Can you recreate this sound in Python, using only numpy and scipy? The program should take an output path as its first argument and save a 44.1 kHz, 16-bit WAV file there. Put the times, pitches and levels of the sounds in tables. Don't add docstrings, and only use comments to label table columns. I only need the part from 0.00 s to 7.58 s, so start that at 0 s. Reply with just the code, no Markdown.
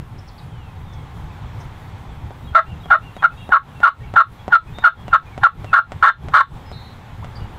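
import sys
import numpy as np
from scipy import signal
from scipy.io import wavfile
from scipy.ndimage import uniform_filter1d, minimum_filter1d

SR = 44100
rng = np.random.default_rng(int(sys.argv[2]) if len(sys.argv) > 2 else 0)


def transcribe(u):
    v = np.clip(np.atleast_2d(u).T, -1, 1)
    q = np.round(v * 32767).astype(np.int16)
    wavfile.write(sys.argv[1], SR, q)


def linear_from_db(decibels):
    return 10 ** (np.asarray(decibels, float) / 20)


N = 334278


def evened(x):
    return x / np.sqrt(np.mean(x ** 2) + 1e-20)


def read(points, hz):
    f, value = np.transpose(points)
    return np.interp(np.log(hz + 1), np.log(f + 1), value)


def add(mix, s, sound):
    part = mix[round(s * SR):][:len(sound)]
    part += sound[:len(part)]


def wander(count, smooth):
    once = uniform_filter1d(rng.standard_normal(count), smooth)
    return evened(uniform_filter1d(once, smooth))


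def ringing(modes):
    t = np.arange(4096) / SR
    response = np.zeros(len(t))
    for hz, width_hz, db in modes:
        decay = np.pi * width_hz
        envelope = 2 * decay ** 2 * t / SR * np.exp(-decay * t)
        response += linear_from_db(db) * envelope * np.sin(2 * np.pi * hz * t)
    return response


def echoes(x, t60, start_s):
    taps = np.zeros(SR // 2)
    slots = np.arange(round(start_s * SR), len(taps) - 20, 20)
    taps[slots + rng.integers(0, 20, len(slots))] = rng.choice([-1., 1.], len(slots))
    taps *= linear_from_db(-60 * np.arange(len(taps)) / SR / t60)
    return signal.oaconvolve(x, taps / np.linalg.norm(taps))[:N]


def noise(spectrum, patchy_db, swell_db, size=1024):
    frames, hz = 4 * N // size + 5, np.fft.rfftfreq(size, 1 / SR)
    real, imaginary, patches = rng.standard_normal((frames, len(hz), 3)).T
    patches = uniform_filter1d(patches, size=10, axis=0)
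    patches = evened(uniform_filter1d(patches, size=12288 // size, axis=1))
    z = (real + 1j * imaginary) * linear_from_db(read(spectrum, hz)[:, None] + patchy_db * patches)
    steady = signal.istft(z, nperseg=size, noverlap=3 * size // 4)[1][:N]
    return evened(steady * linear_from_db(swell_db * wander(count=N, smooth=2860)))


# frequency in Hz, relative density in dB per Hz.
HISS = [(3500, -10.5), (6000, -4), (9000, -0.5), (15600, -2.5), (16000, -34)]


def microphone_hiss():
    return linear_from_db(-66) * noise(HISS, patchy_db=3.0, swell_db=1.4)


# frequency in Hz, relative density in dB per Hz.
RUMBLE = [(8.8, -17.5), (15, -4.5), (38, -3), (101, 2.5), (159, -3.5), (210, -17.5), (500, -25), (650, -63),
          (1100, -120)]
# frequency in Hz, relative density in dB per Hz.
ROAD = [(120, -43.5), (200, 0.5), (299, -12.5), (667, -12), (815, -5), (1560, -15.5), (2150, -18),
        (2840, -23), (3370, -21), (4810, -33), (8000, -38.5), (10400, -81), (17600, -120)]
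# time in seconds, rumble rms in dB, tyre roar rms in dB.
TRAFFIC = [(0, -34, -47), (.5, -36.5, -46), (1.5, -31, -42), (2.5, -35.5, -44.5), (4.4, -35, -45),
           (5.6, -34, -43.5), (6.5, -30.5, -43.5), (7, -38.5, -43.5), (7.58, -30.5, -42)]


def traffic():
    s, rumble_db, roar_db = np.transpose(TRAFFIC)
    t = np.arange(N) / SR
    rumble = linear_from_db(np.interp(t, s, rumble_db)) * noise(RUMBLE, patchy_db=1.2, swell_db=2.6, size=4096)
    roar = linear_from_db(np.interp(t, s, roar_db)) * noise(ROAD, patchy_db=.8, swell_db=.3)
    return rumble + roar


def far_chorus():
    when, long, pitch, glide, loud = rng.random((30, 5)).T
    start_hz = 2050 + (3800 - 2050) * pitch
    end_hz = start_hz * (1.03 - .1 * glide)
    return list(zip(when * N / SR, .03 + .1 * long ** 2, start_hz, end_hz, -64 + 6 * (loud - .5)))


# start in seconds, length in seconds, start pitch in Hz, end pitch in Hz, rms in dB.
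WHISTLES = [(.47, .28, 3450, 2450, -58.5), (.84, .19, 3800, 3230, -58), (.86, .26, 2250, 2100, -62),
            (1.52, .18, 2250, 2150, -61), (1.3, .03, 2750, 2300, -54), (2.08, .06, 3700, 3250, -58),
            (3.19, .04, 2480, 2520, -52), (3.3, .04, 2500, 2650, -55), (3.35, .13, 3750, 3720, -54),
            (3.36, .12, 3300, 3320, -55), (3.75, .06, 2750, 2680, -52), (4.0, .03, 1820, 1880, -50),
            (4.03, .025, 2250, 2300, -50), (4.07, .03, 2700, 2700, -53), (4.385, .04, 3280, 3380, -54),
            (4.67, .03, 2520, 2500, -52), (4.73, .11, 3600, 3740, -46), (4.96, .09, 3250, 3350, -56),
            (5.06, .07, 3100, 2600, -52), (5.26, .04, 2450, 2400, -52), (5.32, .04, 2300, 2200, -51),
            (5.655, .08, 2850, 2530, -48), (6.645, .1, 5120, 5100, -58), (7.224, .018, 760, 1300, -38),
            (7.355, .025, 4800, 4550, -46), (7.39, .07, 2900, 2880, -54)]
# delay into the phrase in seconds, length in seconds,
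# start pitch in Hz, end pitch in Hz, level in dB relative to the phrase.
PHRASE = [(0, 0.032, 3800, 3760, -6), (.03, .035, 3360, 3235, 1), (.22, .03, 2600, 2880, -3.5),
          (.245, 0.06, 2875, 2700, -0.5)]
# start in seconds, level in dB.
PHRASES = [(2.44, -50.5), (2.8, -48.5), (3.15, -48)]


def whistles(mix):
    phrases = [(s + after, length, start_hz, end_hz, db + note_db)
               for s, db in PHRASES for after, length, start_hz, end_hz, note_db in PHRASE]
    for s, length, start_hz, end_hz, db in WHISTLES + phrases + far_chorus():
        u = np.linspace(0, 1, round(length * SR))
        glide_hz = end_hz + (start_hz - end_hz) * (1 - u) ** 1.3
        hz = glide_hz * (1 + 0.01 * wander(count=13000, smooth=96)[:len(u)])
        tone = np.sqrt(2) * np.sin(2 * np.pi * np.cumsum(hz) / SR)
        add(mix, s, linear_from_db(db) * tone * signal.windows.tukey(len(u), .5))


# start in seconds, centre frequency in Hz, rms in dB.
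CHIPS = [(.179, 5360, -55.5), (.274, 5250, -55.5), (.283, 4400, -56), (.378, 4500, -54), (.385, 3800, -55),
         (.924, 5330, -61), (.93, 6200, -63.5), (1.599, 5270, -60), (1.603, 6140, -60.5),
         (7.352, 4730, -51)]


def chips(mix):
    for s, hz, db in CHIPS:
        puff = rng.standard_normal(900) * signal.windows.tukey(900, .4)
        add(mix, s, linear_from_db(db) * evened(np.convolve(puff, ringing([(hz, 0.12 * hz, 0)])[:400])))


# start in seconds, length in seconds, settled pitch in Hz,
# opening level of the middle tone in dB.
BUZZES = [(6.71, .24, 3975, -48)]


def buzzy_note(mix):
    s, length, hz, db = BUZZES[0]
    t = np.arange(0, length, 1 / SR)
    beat = 1 + 1.5 * np.cos(2 * np.pi * 289 * t)
    shape = np.clip(np.minimum(t, length - t) / 0.021, 0, 1) ** 2 * linear_from_db(db - 9.5 * t / length)
    pitch = 1 + .03 * np.exp(-t / 0.031) + 0.0061 * wander(count=13000, smooth=300)[:len(t)]
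    add(mix, s, np.sqrt(2) * shape * beat * np.sin(2 * np.pi * hz * np.cumsum(pitch) / SR))


def birds():
    mix = np.zeros(N)
    whistles(mix)
    chips(mix)
    buzzy_note(mix)
    return mix + linear_from_db(-7) * echoes(mix, t60=.3, start_s=.01)


# frequency in Hz, relative level in dB.
TICK_COLOUR = [(200, 12), (1000, 13.5), (2800, 2), (4500, -9), (9000, -14.5), (11000, -47)]
# time in seconds, click peak in dB, level of the low knock in dB.
TICKS = [(2.3072, -46, -22), (2.8582, -29.5, -26), (3.1666, -23.5, -25.5), (3.492, -34, -16),
         (3.8038, -23, -24), (4.1394, -23, -17), (4.4803, -25.5, -11), (4.786, -16.5, -31),
         (5.0816, -20.5, -21.5), (5.3785, -20.5, -19), (5.6451, -20.5, -24.5), (5.92, -14.5, -28),
         (6.2855, -18.5, -30), (6.716, -26, -26), (7.2453, -20.5, -44)]


def lid_ticks():
    ticks = np.zeros(N)
    hz = np.linspace(0, SR / 2, 129)
    click = signal.minimum_phase(signal.firwin2(257, np.linspace(0, 1, 129), linear_from_db(2 * read(TICK_COLOUR, hz))))
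    t = np.arange(1500) / SR
    knock = np.sin(2 * np.pi * 480 * t) * linear_from_db(-60 * t / 0.0058)
    knock += .5 * np.sin(2 * np.pi * 800 * t) * linear_from_db(-60 * t / 0.023)
    for s, click_db, knock_db in TICKS:
        add(ticks, s, linear_from_db(click_db) * click / abs(click).max())
        add(ticks, s, linear_from_db(knock_db) * knock)
    return ticks + linear_from_db(-3.0) * echoes(ticks, t60=0.056, start_s=.001)


# start in seconds, length in seconds, force in dB, slips a second in Hz
# before the pitch moves, grit in dB over the mean slip force at the start.
YELPS = [(2.548, 0.053, 1.5, 689.5, 15), (2.902, .061, 1, 700, 9), (3.223, 0.01, 1.5, 668.3, 18),
         (3.235, .029, 2, 697.5, 13), (3.518, 0.058, 6, 682, 11), (3.830, 0.059, 10, 678.6, 13.5),
         (4.158, 0.064, 7, 694, 11.5), (4.52, 0.052, 5, 709.5, 14.5), (4.838, 0.05, 7.5, 704.7, 16.5),
         (5.127, .041, 3.5, 683.4, 13), (5.431, 0.042, 10.5, 704, 14), (5.729, 0.068, 11.5, 706.4, 15),
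         (6.025, .078, 11, 722, 18), (6.336, 0.082, 9, 702, 17.5)]
STUMBLES = [2.578, 2.935, 2.936, 3.244, 3.554, 3.852, 3.877, 4.179, 4.198, 4.552, 4.87, 4.88, 5.15, 5.463,
            5.76]
LEAD_S = .02


def slip_pulses(t, s, length, hz, rough, warm):
    along = np.clip(t / length, 0, 1)
    settling = np.exp(-np.maximum(t, 0) / 0.0046)
    rate = hz * (1 - 0.056 * along - 0.054 * along ** 4 + .25 * warm * settling)
    rate *= 1 + .3 * (rough + .04 + 0.16 * settling) * wander(count=len(t), smooth=73)
    lost = np.cumsum(rng.random(len(t)) < (20 + 200 * rough ** 2) / SR)
    lost = lost + np.searchsorted(STUMBLES, s + t + .0015)
    turns = np.cumsum(rate) / SR - uniform_filter1d(lost / 4, size=40) + rng.random()
    halves = np.floor(2 * turns)
    second = .73 * warm * (1 - settling)
    size = np.where(halves % 2, second, 1) / (1 + second)
    size *= 1 + 0.31 * rough * rng.standard_normal(len(t))
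    slips = (np.diff(halves, prepend=halves[0]) > 0) * size
    moment = np.hanning(16) / np.hanning(16).sum()
    return np.convolve(slips, moment)[:len(t)] * SR / hz


def scraping_grit(t, along, grit_db):
    lowpass = signal.butter(8, 9600, fs=SR, output="sos")
    grains = evened(signal.sosfilt(lowpass, np.diff(rng.standard_normal(len(t) + 1))))
    level = linear_from_db(grit_db - 3.5 * along + 3.54 * wander(count=len(t), smooth=110))
    return level * grains * (1 - .8 * np.exp(-abs(t) / .01))


def lid_pressure(t, length, along, force_db, rough_start, warm):
    lead_db = -38 + 11.5 * warm - 17.5 * rough_start - force_db
    lead = linear_from_db(lead_db + 499.5 * np.minimum(t, 0)) * (t < length)
    leaning = np.clip(1 - t / .015, 0, 1)
    rise = np.clip(t / 0.00048, 0, 1) * linear_from_db((-10.5 - 9 * warm) * leaning)
    lift = np.clip((length - t) / 0.0094, 0, 1)
    return linear_from_db(force_db) * (lead + rise * lift * linear_from_db(-4 * along))


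def stroke(s, length, force_db, hz, grit_db, rough_start, rough_end):
    t = np.arange(5500) / SR - LEAD_S
    warm = min(s - YELPS[0][0], 1)
    along = np.clip(t / length, 0, 1)
    rough = rough_start + (rough_end - rough_start) * along
    friction = slip_pulses(t, s, length, hz, rough, warm) + scraping_grit(t, along, grit_db)
    return lid_pressure(t, length, along, force_db, rough_start, warm) * friction


# frequency in Hz, width of a single pass in Hz, gain in dB.
BOX = [(671.5, 120, -10), (875, 103, -1.5), (1124, 120, 6), (1360, 205, 6), (1595, 79, 1),
       (1766, 147, -3.5), (2030, 180, -11.5), (2446, 500, -32.5), (2860, 940, -23), (3416, 450, -27),
       (4080, 160, -24.5), (5140, 1900, -54), (7140, 150, -60), (8700, 520, -51.5), (8770, 270, -63.5)]
GRIP = [(.04, .1), (.25, .08), (.8, .8), (.15, .05), (.05, .5), (.1, .4), (.2, .2), (.04, .12), (.06, .15),
        (.2, .2), (.06, .06), (.5, .12), (.7, .9), (.5, .8)]


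def yelps():
    drive = np.zeros(N)
    for row, grip in zip(YELPS, GRIP):
        add(drive, row[0] - LEAD_S, stroke(*row, *grip))
    direct = signal.oaconvolve(drive, ringing(BOX))[:N]
    upper = signal.oaconvolve(direct, ringing([(3470, 1600, 0.0029)]))[:N]
    near = linear_from_db(-10.5) * echoes(direct, t60=0.08, start_s=.004)
    near += linear_from_db(-8.0) * echoes(upper, t60=0.14, start_s=.003)
    return direct + near


def scene():
    return (microphone_hiss() + traffic() + birds() + lid_ticks() + yelps())[None]


def limiter(dry):
    over_db = 20 * np.log10(abs(dry[0]) + 1e-9) + 1.3
    recovered_db = np.arange(N) * 150. / SR
    held_db = -minimum_filter1d(-over_db, size=801, origin=350)
    duck_db = np.maximum(np.maximum.accumulate(held_db + recovered_db) - recovered_db, 0)
    return dry / linear_from_db(uniform_filter1d(duck_db, size=91))


def top_cut(x):
    return signal.sosfilt(signal.butter(12, 15800, fs=SR, output="sos"), x)


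def record(dry):
    limited = limiter(dry)
    return top_cut(limited)


dry = scene()
out = record(dry)
transcribe(out)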